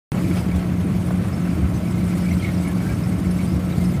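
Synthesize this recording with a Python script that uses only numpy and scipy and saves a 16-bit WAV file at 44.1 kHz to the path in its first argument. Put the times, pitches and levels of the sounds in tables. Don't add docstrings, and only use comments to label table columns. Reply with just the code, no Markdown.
import sys
import numpy as np
from scipy import signal
from scipy.fft import rfft, irfft
from scipy.io import wavfile
from scipy.ndimage import map_coordinates

SR = 44100
rng = np.random.default_rng(int(sys.argv[2]) if len(sys.argv) > 2 else 0)


def generate_wav(sig):
    pcm = np.round(np.clip(np.atleast_2d(sig).T, -1, 1) * 32767).astype(np.int16)
    wavfile.write(sys.argv[1], SR, pcm)


N = 176400

# f/Hz, level/dB
RUMBLE_SPECTRUM = [(15, -33), (27, -28), (48, -15), (66, -5.5), (86, 1), (110, -0.5), (150, -1),
                   (205, -2.5), (255, -9.5), (292, -7), (335, -10.5), (410, -19.5), (800, -31), (2500, -56)]
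CLATTER_SPECTRUM = [(150, -12), (400, -2.5), (520, -4), (650, 1), (900, -8), (1090, -5.5), (1400, -8),
                    (1800, -10.5), (2350, -12), (3000, -17.5), (5000, -26.5), (14000, -35)]
SOIL_SPECTRUM = [(900, -15), (2500, 0.5), (3800, 1), (5200, -0.5), (6700, -2), (8800, 1.5), (11000, -1),
                 (15000, -5.5)]
SCRAPE_SPECTRUM = [(1000, -20), (2200, 0.5), (3000, 10.5), (4000, 0), (6000, -1.5), (12000, -37)]
KNOCK_SPECTRUM = [(200, 10), (450, 9.5), (680, 11.5), (900, 2.5), (1150, 3.5), (1550, -1), (2300, -11),
                  (3500, -28), (9000, -52)]
# t/s, f/Hz, level/dB
THUMPS = [(0.169, 286, -28.5), (.25, 286.5, -26), (0.261, 89.3, -21.5), (0.5, 80.3, -18),
          (1.577, 80, -19.5), (3.15, 277.6, -27.5), (3.509, 80.5, -23.5)]
# t/s, level/dB
CLATTER_SWELL = [(.12, 2), (.18, 3.5), (.27, 0), (.38, 3), (.46, -0.5), (.6, 2.5), (.72, 0), (4, 0)]
SOIL_SWELL = [(.12, -1), (.38, 2), (.45, -3), (.6, -3.5), (.75, -6), (1.05, -3), (1.22, -4.5), (1.47, -2),
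              (1.56, -5.5), (1.9, -1), (2.05, 0.5), (2.3, 1), (2.62, -.5), (2.9, -0.5), (3.2, -1),
              (3.42, -0.5), (3.66, -2.5), (3.78, 1.5), (4, -2)]
# t/s, length/s, f/Hz, pitch slide/octaves, level/dB
ROD_SQUEALS = [(0.242, 0.016, 2350, -0.03, -38.5), (0.302, 0.025, 2280, 0.069, -36),
               (.322, .022, 2440, 0.036, -48), (0.364, .016, 2290, -0.029, -38),
               (0.508, 0.025, 2267, 0.043, -38), (1.849, 0.017, 2290, -0.017, -38),
               (2.073, 0.039, 2307, -0.0031, -40.5), (2.256, .042, 2300, -0.06, -37),
               (2.303, 0.037, 2130, 0.027, -36.5), (2.395, 0.017, 3120, 0.045, -42),
               (2.409, 0.013, 2350, 0, -36), (2.422, 0.012, 2210, -0.07, -31.5),
               (2.439, 0.022, 2210, -0.052, -28.5), (2.466, 0.018, 2200, -0.08, -35),
               (2.488, 0.0082, 2200, 0, -31), (2.458, 0.066, 1910, -0.0093, -39.5),
               (2.647, .017, 2230, -.1, -36.5), (2.667, 0.015, 2200, 0.086, -32),
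               (2.688, 0.035, 2230, -0.092, -45), (2.661, 0.076, 1720, 0.026, -46),
               (2.694, 0.11, 1102, 0.16, -44), (2.826, 0.118, 1593, 0.075, -42),
               (2.795, 0.033, 2280, 0.011, -39.5), (2.885, 0.029, 2286, 0.05, -35.5),
               (3.382, 0.042, 2234, 0.012, -38.5)]
LINK_CHIRPS = [(.188, 0.038, 4970, 0, -51), (0.25, 0.032, 5000, 0.04, -49),
               (0.352, 0.07, 5040, -0.046, -45.5), (.375, .015, 6200, 0, -49),
               (.833, 0.022, 10500, 0.28, -49), (0.861, 0.022, 9100, 0, -50),
               (1.263, 0.033, 9000, .03, -50), (1.323, 0.041, 5230, 0.1, -46),
               (1.385, 0.03, 8400, -0.07, -53), (1.47, 0.058, 5000, -0.18, -51),
               (1.737, 0.046, 6200, -0.03, -48), (1.87, 0.026, 5270, .08, -51),
               (2.176, 0.079, 5130, 0.07, -48.5), (2.234, 0.018, 8000, -.15, -52),
               (2.305, 0.023, 5770, .15, -47), (2.372, .022, 5130, 0.096, -48),
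               (2.415, 0.023, 4170, 0.053, -43), (2.457, 0.024, 3880, -0.001, -46),
               (2.534, .016, 5670, -.1, -47), (2.569, 0.025, 5000, 0.21, -47),
               (2.596, 0.06, 7900, 0.14, -50), (2.672, 0.0264, 10040, 0.14, -44),
               (2.91, 0.026, 5210, .12, -49), (3.027, 0.034, 5200, -0.0056, -45),
               (3.303, 0.018, 5250, 0.043, -46.5), (3.304, .025, 9850, 0.097, -43.5),
               (3.432, 0.038, 9000, 0.2, -45), (3.461, 0.078, 5030, 0.14, -47),
               (3.718, 0.016, 3870, -0.05, -44.5), (3.773, 0.012, 4770, -.2, -46),
               (3.788, 0.019, 4600, 0.25, -49), (3.845, 0.022, 5140, 0, -45),
               (3.914, .02, 12200, .1, -47.5)]
# f/Hz, level/dB
JINGLE_NOTES = [(2260, -48), (5150, -54.5), (8150, -52.5), (9200, -53.5)]
# t/s, length/s, level/dB
SCRAPES = [(.35, .06, -43.5), (2.396, .1, -45), (2.65, 0.084, -53), (3.392, 0.047, -51)]
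# t/s, level/dB, fade time/s, grit level/dB
KNOCKS = [(0.146, -27, 0.022, -54), (0.186, -33, 0.028, -53), (0.357, -31, 0.041, -44),
          (.558, -35, 0.02, -42.5), (1.106, -22.5, 0.0084, -53), (1.247, -29.5, 0.024, -60)]
# multiple of DRIVE_HZ, level/dB
HUM_TONES = [(.5, -34.5), (1, -24), (2, -59.5)]
# f/Hz, level/dB
WHINES = [(560, -53), (659, -56.5), (1314, -53.5), (2105, -59), (2261, -60), (4393, -71), (4608, -70),
          (5438, -69), (6438, -67.5)]

RUMBLE_DB, CLATTER_DB, SOIL_DB = -22.5, -38.5, -46.5
DRIVE_HZ = 178.9


def belt():
    out = amp(RUMBLE_DB) * colour(clicks(per_s=1500, spread_db=0.8), RUMBLE_SPECTRUM)
    swell = np.hanning(int(.12 * SR))
    for start, hz, db in THUMPS:
        pitch = hz * (1 + 0.083 * drift(67, len(swell)))
        add(out, start, amp(db) * swell * tone(pitch))
    return out


def link_clatter():
    taps = rattle(per_s=420, spread_db=1, ring_s=0.0068, parts=8)
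    far_links = rng.standard_normal(N)
    clatter = colour(shimmer(taps + far_links, depth_db=1.7), CLATTER_SPECTRUM)
    return amp(CLATTER_DB + 0.28 * drift(18)) * level(CLATTER_SWELL) * clatter


def sifting_soil():
    pings = amp(2.5) * rattle(per_s=450, spread_db=1.1, ring_s=0.015, parts=16)
    clumps = clicks(per_s=2600, spread_db=-0.5)
    hiss = 0.82 * rng.standard_normal(N)
    soil = colour(shimmer(clumps + pings + hiss, depth_db=3.3), SOIL_SPECTRUM)
    return amp(SOIL_DB + 1.55 * drift(70)) * level(SOIL_SWELL) * soil


def squeak(length, hz, slide, db, rasp, wobble=.015, octave_db=-14, slips_per_s=800):
    size = max(int(length * SR), 64)
    progress = np.linspace(0, 1, size)
    pitch = hz * 2 ** (slide * (progress - .5)) * (1 + wobble * drift(250, size))
    swell = np.sqrt(abs(np.sin(np.pi * progress))) * amp(db + 2 * drift(153, size))
    bursts = 1 - 0.52 * np.cos(np.pi * 41.4 * length * progress) ** 2
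    slips = sum(drift(slips_per_s, size) * tone(pitch) for _ in range(2))
    return swell * bursts * unit(tone(pitch) + rasp * slips + amp(octave_db) * tone(2 * pitch))


def squeaking_steel():
    out = np.zeros(N)
    for start, *squeal in ROD_SQUEALS:
        add(out, start, squeak(*squeal, rasp=.3, wobble=0.019, octave_db=-24, slips_per_s=650))
    for start, *chirp in LINK_CHIRPS:
        add(out, start, squeak(*chirp, rasp=.45))
    t = np.arange(SR // 5) / SR
    echo = rng.standard_normal(len(t)) * amp(-60 * t / .07)
    soil_gain = level(SOIL_SWELL)
    for hz, db in JINGLE_NOTES:
        for at in rng.integers(0, N, int(20 * N / SR)):
            octaves, slide, extra_db = rng.standard_normal(3) * (.085, .06, 2)
            jingle = squeak(.019, hz * 2 ** octaves, slide, db + extra_db, rasp=.18)
            add(out, at / SR, soil_gain[at] * jingle)
    return out + amp(-11) * signal.oaconvolve(out, echo / np.linalg.norm(echo))[:N]


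def rod_scrapes():
    slips = colour(clicks(per_s=1800, spread_db=0.74), SCRAPE_SPECTRUM)
    swells = np.zeros(N)
    for start, length, db in SCRAPES:
        add(swells, start, amp(db) * np.sqrt(np.hanning(int(length * SR))))
    return swells * slips


def frame_knocks():
    out, t = np.zeros(N), np.arange(SR // 4) / SR
    rise = 1 - np.exp(-t / .0005)
    for start, db, fade_s, grit_db in KNOCKS:
        frame = amp(db) * colour(rng.standard_normal(len(t)), KNOCK_SPECTRUM)
        grit = amp(grit_db) * colour(rng.standard_normal(len(t)), SOIL_SPECTRUM)
        add(out, start, rise * np.exp(-t / fade_s) * (frame + grit))
    return out


def engine_and_drive():
    pitch = DRIVE_HZ * (1 + .003 * drift(5.915))
    hum = sum(amp(db + 1.7 * drift(14)) * tone(multiple * pitch) for multiple, db in HUM_TONES)
    whines = sum(amp(db + 3 * drift(16)) * tone(hz * (1 + 0.00157 * drift(29.86))) for hz, db in WHINES)
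    return hum + whines


def amp(db):
    return 10 ** (np.asarray(db) / 20)


def unit(x):
    return x / np.sqrt(np.mean(x ** 2) + 1e-20)


def add(mix, start_s, sound):
    part = mix[max(round(start_s * SR), 0):][:len(sound)]
    part += sound[:len(part)]


def level(points):
    return amp(np.interp(np.arange(N) / SR, *np.transpose(points)))


def colour(x, spectrum):
    hz, db = np.transpose(spectrum)
    f = np.fft.rfftfreq(len(x), 1 / SR)
    gain = amp(np.interp(np.log(f + 1), np.log(hz), db))
    return unit(irfft(rfft(x) * gain, len(x)))


def drift(per_s, size=N):
    points = rng.standard_normal(4096)
    return map_coordinates(points, [np.arange(size) * per_s / SR], order=2, mode="wrap")


def tone(hz):
    return np.sqrt(2) * np.sin(2 * np.pi * (np.cumsum(hz) / SR + rng.random()))


def clicks(per_s, spread_db):
    sizes = amp(spread_db * np.minimum(rng.exponential(1, N), 5))
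    return unit(sizes * rng.choice([-1, 1], N) * (rng.random(N) < per_s / SR))


def rattle(per_s, spread_db, ring_s, parts):
    t = np.arange(2048) / SR
    rings = rng.standard_normal((parts, len(t))) * np.exp(-t / ring_s)
    return unit(sum(signal.oaconvolve(clicks(per_s / parts, spread_db), ring)[:N] for ring in rings))


def shimmer(x, depth_db, band_hz=260, change_s=.018):
    hz, t, bands = signal.stft(x, SR, nperseg=256)
    grid = np.meshgrid(hz / band_hz, t / change_s, indexing="ij")
    swells = map_coordinates(rng.standard_normal((128, 1024)), grid, order=2, mode="wrap")
    return signal.istft(bands * amp(depth_db * swells), SR, nperseg=256)[1][:N]


def scene():
    running = engine_and_drive() + belt() + link_clatter() + sifting_soil()
    return (running + frame_knocks() + rod_scrapes() + squeaking_steel())[None]


def record(dry, start_s=.119, top_hz=15350):
    live = dry * (np.arange(N) / SR >= start_s)
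    treble_cut = signal.firwin(711, top_hz, window=("kaiser", 9), fs=SR)
    return signal.oaconvolve(live, treble_cut[None], "same")


dry = scene()
out = record(dry)
generate_wav(out)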